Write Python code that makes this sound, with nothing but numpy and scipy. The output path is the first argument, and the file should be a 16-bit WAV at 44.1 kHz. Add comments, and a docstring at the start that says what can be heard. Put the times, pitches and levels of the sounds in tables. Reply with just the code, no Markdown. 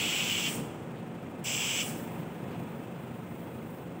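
"""Compressed air blasts twice from a valve beside a truck in a walled yard.
The rushing air makes its outlet ring. As the valve shuts, a thin fizz outlasts each blast,
and after the second one a faint leak keeps seeping. The yard walls echo the blasts.
A diesel engine idles underneath, and there are two soft scuffs."""
import sys
import numpy as np
from scipy import signal
from scipy.fft import rfft, irfft, next_fast_len
from scipy.io import wavfile
from scipy.ndimage import map_coordinates

SR = 44100
rng = np.random.default_rng(int(sys.argv[2]) if len(sys.argv) > 2 else 0)


def file_out(sig):
    """Save sig as 16-bit WAV at sys.argv[1]."""
    # one column per channel
    cols = np.atleast_2d(sig).T
    # limit, then scale
    lim = np.clip(cols, -1, 1)
    pcm = np.round(lim * 32767).astype(np.int16)
    wavfile.write(sys.argv[1], SR, pcm)


N = 176400  # 4 seconds

# One row per blast: opens t/s, shuts t/s, body level/dB, body drift/(dB/s), jet level/dB,
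# whistles against the jet/dB, fizz level/dB, closing hiss level/dB, fade/(dB/s)
BLASTS = [(-.1, 0.474, -33.5, -4, -39.5, -2.5, -41, -42.5, 226),
          (1.438, 1.815, -33, 7.5, -37, 0.5, -41, -43, 400)]
# Boost or cut between the body and the brighter jet, one per blast: level/dB
VALLEY_DB = [1.5, -2.5]
# Pitches at which the outlet rings and the jet whistles: f/Hz, width/Hz, relative level/dB
OUTLET_RINGS = [(2285, 35, -4), (2445, 55, -3), (2620, 80, -4), (2785, 40, -1), (2878, 42, 0),
                (3036, 48, 1), (3140, 60, -4), (3290, 50, -6), (3392, 60, -3), (3628, 40, -11),
                (3940, 70, -18)]
JET_WHISTLES = [(4950, 80, -9), (5450, 160, -9), (6100, 190, -4), (7027, 40, -2), (7333, 28, 3),
                (7503, 28, 3), (7680, 60, 3), (7850, 90, -2)]
# Tone colours of the blast's four noises: f/Hz, relative level/dB
BODY_COLOUR = [(300, -34), (700, -15), (1300, -13.5), (1850, -13), (2300, -2.5), (2900, 0), (3400, -4.5),
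               (3750, -13.5), (4400, -15), (6000, -26)]
JET_COLOUR = [(3500, -65), (4500, -9), (5200, -0.5), (6200, -2), (6700, -1.5), (7600, 2.5), (8000, 4.5),
              (8400, -16), (10000, -25), (13000, -43)]
FIZZ_COLOUR = [(3000, -32), (4600, -26), (6000, -19), (8500, 0.5), (9500, -5), (10800, -8.5), (12800, -9),
               (14200, -1), (15500, 4.5)]
CLOSING_COLOUR = [(1500, -6), (2400, -3), (3100, -23), (4000, -13), (6000, -8), (7300, -5), (8400, 2),
                  (9100, -3.5), (10200, -11), (15000, -16)]

def air_blasts():
    """Unsteady air rings the outlet; the closing valve makes it flare, then pinches it to a hiss."""
    out, t = np.zeros(N), clock()
    flare_s, fizz_hold_s, fizz_fade_db_per_s = 0.0081, 0.084, 223.5
    for blast, valley_db in zip(BLASTS, VALLEY_DB):
        opens, shuts, body_db, drift, jet_db, whistle_db, fizz_db, closing_db, fade = blast
        unsteady_db = 0.3 * wobble(34.4) + 0.5 * wobble(260)  # slow flutter, fast sputter
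        flare_db = 1.5 * bump(t, shuts - flare_s / 2, flare_s)
        flow = gate(opens, shuts, 0.021, fade) * gain(flare_db)
        body = unit(noise(BODY_COLOUR) + gain(-1.5) * ringing(OUTLET_RINGS))
        body *= gain(body_db + drift * (t - shuts) + unsteady_db)
        jet = unit(noise(JET_COLOUR) + gain(whistle_db) * ringing(JET_WHISTLES))
        jet *= gain(jet_db + 0.89 * unsteady_db)
        out += flow * filtered(body + jet, lambda hz: gain(valley_db * bump(hz, 4200, 450)))
        sealed = shuts + fizz_hold_s
        fizz = gain(fizz_db + 0.34 * unsteady_db) * noise(FIZZ_COLOUR)
        out += gate(opens, sealed, 0.0027, fizz_fade_db_per_s) * fizz
        closing_hiss = gain(closing_db) * noise(CLOSING_COLOUR)
        out += gate(shuts, sealed, 0.017, fizz_fade_db_per_s) * closing_hiss
    return out


# Time the echo takes to fade by 60 dB: f/Hz, t/s
ECHO_FADE = [(200, 1), (2500, 0.71), (8000, 0.75), (15000, 0.68)]

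def yard_echo(sound):
    """The walls echo the sound, treble dying first; stirred air keeps changing the echo."""
    out = np.zeros(N)
    renew_s, rise_s = 0.16, 0.0067
    last_shut = BLASTS[-1][1]
    for centre in np.arange(0, last_shut + 2 * renew_s, renew_s):
        hz, t, bands = signal.stft(rng.standard_normal(SR), SR, nperseg=256)
        fading = gain(-60 * t / at_pitch(ECHO_FADE, hz)[:, None])
        tail = signal.istft(bands * fading, SR, nperseg=256)[1]
        tail *= np.clip(np.arange(len(tail)) / SR / rise_s, 0, 1)
        share = np.sqrt(np.clip(1 - np.abs(clock() - centre) / renew_s, 0, 1))  # blends the echoes
        out += signal.fftconvolve(sound * share, tail / np.linalg.norm(tail))[:N]
    return out


# Tone colour of the leak: f/Hz, relative level/dB
LEAK_COLOUR = [(4000, -9.5), (7000, -29), (8300, 1), (10000, -10), (12500, -7), (14000, -7), (15400, 0)]
# Pitches at which the leak rings: f/Hz, width/Hz, relative level/dB
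LEAK_RINGS = [(11100, 260, -14), (11820, 200, -13), (13700, 200, -9), (14420, 200, -7), (14910, 110, -2),
              (15400, 130, 2), (15680, 100, -9)]
# The leak's spurts: t/s, level/dB
LEAK_LEVEL = [(1.85, -90), (1.98, -49.5), (2.1, -59), (2.18, -58.5), (2.29, -64), (2.54, -63.5),
              (2.81, -63), (2.9, -68), (3.22, -63.5), (3.36, -60.5), (3.58, -60.5), (3.65, -63),
              (3.72, -59), (3.83, -60.5), (3.88, -68)]

def leak():
    """Air seeps out in faint, sizzling spurts after the second blast."""
    sizzle = unit(noise(LEAK_COLOUR) + gain(-2.5) * ringing(LEAK_RINGS))
    return gain(curve(LEAK_LEVEL) + 1.3 * wobble(23) + wobble(120)) * sizzle


# The engine's swells, and the clatter's own on top of them: t/s, relative level/dB
ENGINE_LEVEL = [(0, -39.5), (.44, -40), (.58, -35.5), (.72, -39.5), (1.1, -42), (1.35, -40.5), (1.78, -41),
                (1.87, -38), (2.18, -38), (2.32, -40.5), (2.6, -39), (2.8, -41), (3.95, -41.5)]
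CLATTER_LEVEL = [(.8, 0), (1.35, -0.5), (2.05, 1.5), (2.4, 1.3), (2.75, 0.4), (3.3, 0), (3.9, -.6)]
# Notes in the engine's hum: f/Hz, level before the swells/dB
HUM_TONES = [(125, -56), (174.7, -48), (227, -50), (349.7, -58), (450, -60), (499.9, -56.5), (550.2, -57.5)]
# Tone colours of the engine's three noises: f/Hz, relative level/dB
RUMBLE_COLOUR = [(15, -87), (25, -69), (58, -22.5), (90, -8.5), (109, -4.5), (167, -0.5), (199, -6.5),
                 (228, -1.5), (257, -4.5), (452, -9), (626, -14), (756, -14), (1500, -26.5), (1950, -68),
                 (3300, -120)]
CLATTER_COLOUR = [(590, -11), (1000, -5.5), (1260, -7.5), (1500, -3.5), (2510, -8), (2780, -8.5),
                  (3310, -13), (4510, -23.5), (5740, -24.5), (8580, -19.5), (9630, -28), (11300, -33.5),
                  (13000, -29), (15600, -21)]
TICK_COLOUR = [(4000, -4), (7500, -6), (10000, -4), (13000, -10), (15500, 4)]
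# Pitches at which panels buzz with the engine: f/Hz, width/Hz, relative level/dB
PANEL_RINGS = [(734, 18.4, 4.5), (912, 50, -2), (1253, 44, -4.5), (2090, 19, -9), (2450, 86, -12.5),
               (2617, 37, -9), (3350, 130, -18.5)]

def diesel_engine():
    """An idling diesel hums; rumble, clatter and panels throb with each firing, a tick with every other."""
    t, level_db = clock(), curve(ENGINE_LEVEL)
    firing_hz, tick_at_s = 25, 0.835
    firings = firing_hz * (t - tick_at_s) + 0.099 * wobble(4.01)  # a slightly uneven count
    beat = np.cos(2 * np.pi * firings)
    hum = np.zeros(N)
    for hz, db in HUM_TONES:
        hum += gain(db + 2.4 * wobble(9)) * np.sin(2 * np.pi * hz * t + 0.75 * wobble(7))
    rumble = gain(level_db - 0.5) * unit(noise(RUMBLE_COLOUR) * (1 + 0.081 * beat))
    rattle = gain(-54.5 - 0.04 * wobble(14)) * noise(CLATTER_COLOUR)
    panels = gain(-57 + 1.8 * wobble(8)) * ringing(PANEL_RINGS)
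    clatter = gain(curve(CLATTER_LEVEL)) * (rattle + panels) * (1 + 0.1 * beat)
    tick_pulses = np.exp(1.8 * (np.cos(np.pi * firings) - 1))
    ticks = gain(-62.5 + 1.5 * wobble(10)) * tick_pulses * noise(TICK_COLOUR)
    swell = gain(0.53 * (level_db - level_db.mean()))  # partly follows the rumble
    return rumble + swell * (hum + clatter) + ticks


# One row per scuff: middle t/s, half-length/s, level/dB
SCUFFS = [(.975, .025, -58), (2.535, .04, -57.5)]
# Tone colour of the scuffs: f/Hz, relative level/dB
SCUFF_COLOUR = [(800, -12), (1500, 4), (3000, 5), (4500, -6), (5400, -14), (9000, -27)]

def scuffs():
    """Brief, soft rubbing sounds swell and fade."""
    loudness = sum(gain(db) * bump(clock(), middle, width) for middle, width, db in SCUFFS)
    return loudness * noise(SCUFF_COLOUR)


def gain(db):
    """Turn decibels into a number to multiply by."""
    return 10 ** (np.asarray(db) / 20)


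def unit(x):
    """Scale a sound to an average strength (rms) of 1."""
    return x / np.sqrt(np.mean(x ** 2) + 1e-20)


def at_pitch(points, hz):
    """Read between (f/Hz, value) points on a musical (log) scale."""
    f, values = np.transpose(points)
    return np.interp(np.log(hz + 1), np.log(f + 1), values)


def clock():
    """The time of each sample, in seconds."""
    return np.arange(N) / SR


def curve(points):
    """Join (t/s, value) points with straight lines."""
    return np.interp(clock(), *np.transpose(points))


def bump(x, centre, width):
    """A smooth hill of height 1."""
    return np.exp(-((x - centre) / width) ** 2)


def wobble(per_second):
    """A smooth curve through this many random values a second."""
    values = rng.standard_normal(int(N * per_second / SR) + 4)
    return map_coordinates(values, [clock() * per_second])


def gate(start, stop, rise_s, fade_db_per_s):
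    """Rise from start, hold until stop, then fade away."""
    t = clock()
    return np.clip((t - start) / rise_s, 0, 1) * gain(-fade_db_per_s * np.maximum(t - stop, 0))


def filtered(x, response):
    """Multiply each frequency in a sound by response(hz)."""
    size = next_fast_len(N + SR // 2)
    return irfft(rfft(x, size) * response(np.fft.rfftfreq(size, 1 / SR)), size)[:N]


def noise(colour):
    """Rushing noise with the given tone colour, at strength 1."""
    return unit(filtered(rng.standard_normal(N), lambda hz: gain(at_pitch(colour, hz))))


def ringing(rings):
    """Noise that rings at a few narrow pitches, at strength 1."""
    def response(f):
        power = sum(gain(db) ** 2 / (1 + ((f - hz) / width) ** 2) ** 2 for hz, width, db in rings)
        return np.sqrt(power)
    return unit(filtered(rng.standard_normal(N), response))


def scene():
    """The blasts and their echo over the leak, the engine and the scuffs."""
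    air = air_blasts()
    return (air + leak() + diesel_engine() + scuffs() + gain(-10.5) * yard_echo(air))[None]


def record(dry):
    """Soften the deepest bass and cut off the very highest treble."""
    low_hz, top_hz = 40, 15760
    return filtered(dry[0], lambda hz: (hz < top_hz) * hz ** 2 / np.hypot(hz ** 2, low_hz ** 2))[None]


dry = scene()
out = record(dry)
file_out(out)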